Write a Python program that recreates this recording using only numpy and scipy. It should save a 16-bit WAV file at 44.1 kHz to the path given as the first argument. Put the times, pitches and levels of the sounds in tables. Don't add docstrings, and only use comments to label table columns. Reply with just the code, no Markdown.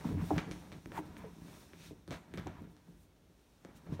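import sys
import numpy as np
from scipy import signal
from scipy.fft import rfft, irfft
from scipy.io import wavfile
from scipy.ndimage import uniform_filter1d

SR = 44100
rng = np.random.default_rng(int(sys.argv[2]) if len(sys.argv) > 2 else 0)


def transcribe(u):
    v = np.clip(np.atleast_2d(u).T, -1, 1)
    q = np.round(v * 32767).astype(np.int16)
    wavfile.write(sys.argv[1], SR, q)


N = 176400
T = np.arange(N) / SR


def from_db(db):
    return 10 ** (np.asarray(db) / 20)


def rms_one(x):
    return x / np.sqrt(np.mean(x ** 2) + 1e-20)


def at_hz(points, hz):
    freqs, values = np.transpose(points)
    return np.interp(np.log(np.maximum(hz, 1)), np.log(freqs), values)


def fader(points):
    return from_db(np.interp(T, *np.transpose(points)))


def colour(x, eq):
    gain = from_db(at_hz(eq, np.fft.rfftfreq(N, 1 / SR)))
    return rms_one(irfft(rfft(x) * gain, N))


def pass_filter(x, hz, kind, order=2):
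    return signal.sosfilt(signal.butter(order, hz, kind, fs=SR, output="sos"), x)


def resonator(x, hz, width_hz):
    return signal.lfilter(*signal.iirpeak(hz, hz / width_hz, fs=SR), x)


def ring(x, modes):
    return sum(from_db(db) * resonator(x, hz, width_hz) for hz, width_hz, db in modes)


def grains(per_s, spread_db):
    clicks = (rng.random(N) < per_s / SR) * rng.choice([-1, 1], N)
    return clicks * from_db(spread_db * np.minimum(rng.exponential(1, N), 4))


def swell(peak_s, rise_s, fall_s):
    return np.exp(-.5 * ((T - peak_s) / np.where(T < peak_s, rise_s, fall_s)) ** 2)


def add(out, start_s, x):
    i = int(np.clip(start_s * SR, 0, N - 1))
    out[i:i + len(x)] += x[:N - i]


# freq_hz, gain_db
AIR_EQ = [(20, -23), (55, 8.5), (120, -6), (330, -5.5), (520, -12), (1200, -23.5), (3500, -25.5),
          (6000, -29.5), (15500, -34.5)]

def room_tone():
    return from_db(-66.5) * colour(rng.standard_normal(N), AIR_EQ)


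# freq_hz, decay_s
REVERB_DECAY = [(100, 0.73), (500, 0.35), (2000, 0.39), (6000, 0.3), (15000, 0.84)]
# freq_hz, gain_db
REVERB_EQ = [(60, -5), (250, 12), (700, 7), (2000, 2), (6000, -2.5), (15000, 4.5)]
# pitch_hz, width_hz, gain_db
TILE_MODES = [(648, 26, 0), (1618, 94, -14), (2290, 160, -1), (3620, 1350, -4.5), (5760, 200, -5)]
PREDELAY_S, EARLY_DB, EARLY_FADE_S = 0.00387, 10, 0.0065

def tile_reverb(x):
    t = T[:SR // 2]
    tail, edges_hz = 0, np.geomspace(50, 18000, 13)
    for low, high in zip(edges_hz, edges_hz[1:]):
        hz = np.sqrt(low * high)
        band = rms_one(pass_filter(rng.standard_normal(len(t)), [low, high], "band"))
        envelope = from_db(at_hz(REVERB_EQ, hz) - 60 * t / at_hz(REVERB_DECAY, hz))
        tail = tail + band * np.sqrt(high - low) * envelope
    early_lift = 1 + from_db(EARLY_DB) * np.exp(-t / EARLY_FADE_S)
    tail = tail * (t > PREDELAY_S) * early_lift
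    tail = tail + ring(tail, TILE_MODES)
    return signal.fftconvolve(x, tail / np.sqrt(np.sum(tail ** 2)))[:N]


# pitch_hz, width_hz, gain_db
SKIN_MODES = [(2550, 300, -3), (3700, 450, 0), (5600, 600, -3)]

def skin(x):
    return rms_one(x + ring(x, SKIN_MODES))


# time_s, level_db
SLIDE_RIDE = [(0.0, -52.5), (0.17, -74), (0.58, -56.5), (0.77, -61), (1.22, -61), (1.67, -60), (1.76, -61),
              (1.88, -62.5), (2.16, -74), (2.35, -67), (2.91, -69.5), (3.04, -76), (3.42, -67.5),
              (3.85, -65), (4.0, -63)]
# freq_hz, gain_db
SLIDE_EQ = [(1000, 8), (2300, 0.5), (4500, 1), (6500, 1), (9500, 0.5), (11500, -4), (16000, -7)]

def sliding(trim_db=-8.5):
    hiss = skin(colour(rng.standard_normal(N), SLIDE_EQ))
    return hiss * fader(SLIDE_RIDE) * from_db(trim_db)


# time_s, level_db
RUB_RIDE = [(0, -49), (0.1, -67), (0.16, -55), (0.29, -54), (0.36, -44.5), (0.47, -52), (0.6, -62.5),
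            (0.76, -58.5), (0.84, -70), (0.94, -53), (1.08, -56.5), (1.3, -67), (1.53, -60), (1.75, -67.5),
            (2.0, -73), (2.26, -64.5), (2.33, -61), (2.5, -58.5), (2.68, -66), (3.1, -76), (3.6, -75),
            (3.7, -61.5), (3.84, -63.5), (4, -55)]
# freq_hz, gain_db
RUB_EQ = [(200, 6), (450, 0), (900, -2.5), (1500, -3.5), (2500, -11.5), (5000, -19.5), (10000, -43),
          (16000, -60)]

def rubbing(trim_db=1, flutter_db=2):
    slips = grains(per_s=1200, spread_db=1.5)
    flutter = rms_one(pass_filter(rng.standard_normal(N), 25, "low"))
    slips = slips * from_db(flutter_db * flutter)
    return colour(slips + tile_reverb(slips), RUB_EQ) * fader(RUB_RIDE) * from_db(trim_db)


# peak_s, rise_s, fall_s, fizz_db, rasp_db
BRUSHES = [(0.065, 0.027, 0.069, -65, -60.5), (0.28, 0.046, 0.069, -60.5, -60.5),
           (0.979, 0.033, 0.018, -59, -75), (1.06, 0.0091, 0.017, -72, -72),
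           (1.182, 0.0076, 0.01, -65, -86), (1.58, 0.12, 0.071, -66, -66), (1.865, 0.062, 0.033, -66, -59),
           (2.132, 0.016, 0.027, -78, -56.5), (2.72, 0.021, 0.013, -77, -93), (2.88, 0.033, 0.14, -81, -84),
           (3.03, 0.036, 0.022, -76.5, -88), (3.77, .012, 0.013, -67.5, -69),
           (3.945, 0.021, 0.014, -87, -63)]
# freq_hz, gain_db
FIZZ_EQ = [(3000, 2), (6000, 11), (9000, 13), (12000, 8.5), (15500, 8)]
# freq_hz, gain_db
RASP_EQ = [(700, -2), (1800, 1), (3500, -1), (5000, -2.5), (9000, -8), (16000, -21)]

def brushes():
    fizz = colour(grains(per_s=14000, spread_db=1.7), FIZZ_EQ)
    rasp = skin(colour(grains(per_s=5000, spread_db=1.6), RASP_EQ))
    return sum(swell(*timing) * (from_db(fizz_db) * fizz + from_db(rasp_db) * rasp)
               for *timing, fizz_db, rasp_db in BRUSHES)


# peak_s, rise_s, fall_s, level_db
DRAGS = [(0.085, 0.03, 0.034, -52.5), (0.209, 0.023, .03, -52), (0.976, 0.025, 0.015, -46),
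         (1.215, 0.041, 0.059, -56.5), (2.134, 0.02, 0.035, -52.5), (2.57, 0.034, .04, -61),
         (3.945, 0.023, 0.0076, -60)]
# freq_hz, gain_db
DRAG_EQ = [(300, 1), (600, -14.5), (1000, -0.5), (1500, -2.5), (2200, -5), (4000, -17.5), (9000, -29)]
# pitch_hz, width_hz, gain_db
FOLD_MODES = [(690, 89, 13), (930, 120, 3), (980, 71, -5)]

def drags():
    slips = colour(grains(per_s=1100, spread_db=0.98), DRAG_EQ)
    strokes = sum(from_db(db) * swell(*timing) for *timing, db in DRAGS)
    return rms_one(slips + ring(slips, FOLD_MODES)) * strokes


# time_s, level_db
LIFT_RIDE = [(0, -48.5), (0.035, -53), (0.06, -37.5), (0.15, -41.5), (0.225, -35.5), (0.295, -49.5),
             (0.335, -32), (0.39, -32.5), (0.45, -62), (0.485, -39), (0.65, -54.5), (0.76, -44.5),
             (0.835, -59), (0.86, -46)]
TURN_RIDE = [(0.87, -44.5), (1.018, -52), (1.048, -51), (1.238, -46.5), (1.332, -53.5), (1.446, -46),
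             (1.628, -60), (1.898, -51), (1.916, -52), (2.04, -60)]
SPREAD_RIDE = [(2.06, -68), (2.076, -48), (2.112, -37.5), (2.246, -68), (2.391, -35), (2.434, -50),
               (2.466, -40), (2.552, -53.5), (2.626, -45), (2.856, -69.5), (2.883, -53), (3.172, -71),
               (3.29, -62), (3.45, -91), (3.674, -67), (3.84, -58.5), (3.93, -38.5), (3.98, -50)]
# freq_hz, gain_db
WOBBLE_EQ = [(25, -35), (45, 4.5), (90, 1.5), (170, 3), (300, -3), (450, -12.5), (700, -26.5), (1400, -42)]
# pitch_hz, width_hz, gain_db
ROOM_MODES = [(92, 7.7, 4.5), (170, 13.3, 8.5), (302.1, 18.7, 6), (426, 24.5, 0), (526, 15, -3),
              (665, 24, -1), (928, 29, 2.5)]

def wobble(trim_db=-4.5):
    flexes = colour(grains(per_s=230, spread_db=2.5), WOBBLE_EQ)
    flexes = flexes + ring(flexes, ROOM_MODES)
    levelled = flexes / np.sqrt(uniform_filter1d(flexes ** 2, size=1300) + 1e-9)
    return levelled * fader([*LIFT_RIDE, *TURN_RIDE, *SPREAD_RIDE]) * from_db(trim_db)


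PLOP_ROUGHNESS, PLOP_ATTACK_CYCLES = 0.45, 0.82

def plop(first_hz, last_hz, glide_s, fade_s, roughness=PLOP_ROUGHNESS):
    t = T[:SR // 4]
    pitch_hz = last_hz + (first_hz - last_hz) * np.exp(-t / glide_s)
    tone = np.sin(2 * np.pi * np.cumsum(pitch_hz) / SR)
    flutter = rms_one(pass_filter(rng.standard_normal(len(t)), 180, "low"))
    crumple = (1 + roughness * flutter) / np.hypot(1, roughness)
    attack = 1 - np.exp(-t * first_hz / PLOP_ATTACK_CYCLES)
    return tone * crumple * attack * np.exp(-t / fade_s)


def click(crack, bright_hz):
    x = pass_filter(crack, bright_hz, "low", order=1)
    x = pass_filter(x, min(4.3 * bright_hz, 9000), "low")
    x = pass_filter(x, 600, "high")
    return x * np.sqrt(0.0027 * SR / np.sum(x ** 2))


# start_s, click_db, bright_hz, thud_db, send_db, send_bright_hz
SNAPS = [(0.01, -54, 1970, -42, -3, 2000), (0.3796, -46, 6000, -55, 5, 3060),
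         (0.382, -33.5, 1104, -44, -1.5, 1500), (0.5129, -45, 6000, -36.5, 3.5, 9000),
         (0.623, -60, 700, -63, -6, 1200), (0.7193, -50.5, 1100, -61, 4, 2220),
         (0.8587, -49, 1720, -40, -15, 2000), (0.9196, -47.5, 1010, -37, -9, 1200),
         (1.1677, -49.5, 790, -61, -9, 900), (1.483, -55, 400, -49.5, -2, 800),
         (1.734, -52.5, 1000, -43, -6, 1700), (2.0779, -53.5, 3800, -43, -0.5, 3000),
         (2.108, -45, 2590, -34, 4, 1990), (2.119, -56.5, 1190, -51, 13, 2200),
         (2.339, -48, 3360, -35.5, 0.5, 3400), (2.375, -48, 4900, -32.5, 8.5, 1680),
         (2.4714, -48.5, 3000, -36, 2, 1110), (2.7666, -63.5, 2940, -62, 0, 3000),
         (3.649, -52.5, 1800, -38.5, -3, 1400), (3.688, -65, 600, -46.5, 5.5, 706),
         (3.867, -58, 400, -47, 2.5, 600)]
# pitch_hz, width_hz, gain_db
CREASE_MODES = [(1760, 450, -1), (2450, 250, -26), (6160, 340, -16.5)]

def snaps(grit=0.23, grit_fade_s=0.00036, thud_send_db=-13):
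    direct, send, t = np.zeros(N), np.zeros(N), T[:SR // 4]
    for start_s, click_db, bright_hz, thud_db, send_db, send_bright_hz in SNAPS:
        crack = (t == 0) + grit * rng.standard_normal(len(t)) * np.exp(-t / grit_fade_s)
        crack = crack + ring(crack, CREASE_MODES)
        thud = from_db(thud_db) * plop(first_hz=480, last_hz=170, glide_s=0.0056, fade_s=0.0069)
        add(direct, start_s, from_db(click_db) * click(crack, bright_hz) + thud)
        sent_click = from_db(click_db + send_db) * click(crack, send_bright_hz)
        add(send, start_s, sent_click + from_db(thud_send_db) * thud)
    return direct + tile_reverb(send)


# start_s, level_db, first_hz, last_hz, glide_s, fade_s
BUCKLES = [(0.0455, -36, 1144, 395, 0.0053, 0.0051), (0.051, -29, 332, 225, 0.0024, 0.017),
           (0.086, -34, 334, 242, 0.0065, 0.014), (0.112, -27, 308, 237, 0.0074, 0.0085),
           (0.102, -31, 141, 92, 0.0075, 0.042), (0.138, -28.5, 197, 98, 0.016, 0.017),
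           (0.171, -33, 288, 227, 0.018, 0.016), (0.216, -29, 256, 169, 0.0022, 0.011),
           (0.306, -20.5, 850, 700, 0.0078, 0.0093), (0.3083, -25.5, 570, 261.5, 0.0052, 0.012),
           (0.327, -27, 218, 92, 0.014, 0.0072), (0.368, -26, 170, 132, 0.033, 0.0097),
           (0.473, -37.5, 317, 187.5, 0.011, 0.024), (0.977, -34, 923, 880, 0.0059, 0.0087),
           (0.9853, -35, 690, 311.5, 0.0025, 0.017), (1.24, -38, 782, 428, 0.0042, 0.012),
           (1.909, -40.5, 805, 243, 0.0014, 0.012), (2.119, -35.5, 863, 312, 0.011, 0.0094),
           (2.456, -41, 386, 197, 0.0037, 0.0059), (2.467, -40, 855, 740, 0.003, 0.01),
           (2.61, -51.5, 252, 187, 0.015, 0.037), (2.878, -51.5, 210, 172.3, 0.0052, 0.013),
           (3.298, -47.5, 264, 124.6, 0.0068, 0.0043), (3.883, -40.5, 120, 59.6, 0.013, 0.021),
           (3.921, -30.5, 270, 87, 0.0075, 0.014), (3.9945, -31, 920, 335, 0.0014, 0.031)]
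# delay_s, gain_db
WALL_ECHOES = [(.0047, -16.5), (0.0127, -14.5), (.021, -13.5)]
ROUGH_BELOW_DB, ROUGH_PER_DB = -28, 0.04

def buckles(reverb_db=-13.5, boom_db=0.5):
    plops = np.zeros(N)
    for start_s, level_db, first_hz, last_hz, glide_s, fade_s in BUCKLES:
        roughness = PLOP_ROUGHNESS + ROUGH_PER_DB * max(ROUGH_BELOW_DB - level_db, 0)
        wave = from_db(level_db) * plop(first_hz, last_hz, glide_s, fade_s, roughness)
        add(plops, start_s, wave)
        for delay_s, echo_db in WALL_ECHOES:
            add(plops, start_s + delay_s, from_db(echo_db) * wave)
    return plops + from_db(reverb_db) * tile_reverb(plops) + from_db(boom_db) * ring(plops, ROOM_MODES)


def scene():
    return (room_tone() + wobble() + rubbing() + sliding() + brushes() + drags() + buckles() + snaps())[None]


# freq_hz, width_hz, gain_db
MIC_DIPS = [(4890, 160, -6), (7600, 1200, -2.5), (10400, 730, -6)]
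LOW_CUT_HZ, HIGH_CUT_HZ = 31.7, 15750

def record(dry):
    x = pass_filter(dry, LOW_CUT_HZ, "high")
    for hz, width_hz, db in MIC_DIPS:
        x = x + (from_db(db) - 1) * resonator(x, hz, width_hz)
    return signal.sosfilt(signal.ellip(10, .1, 70, HIGH_CUT_HZ, fs=SR, output="sos"), x)


dry = scene()
out = record(dry)
transcribe(out)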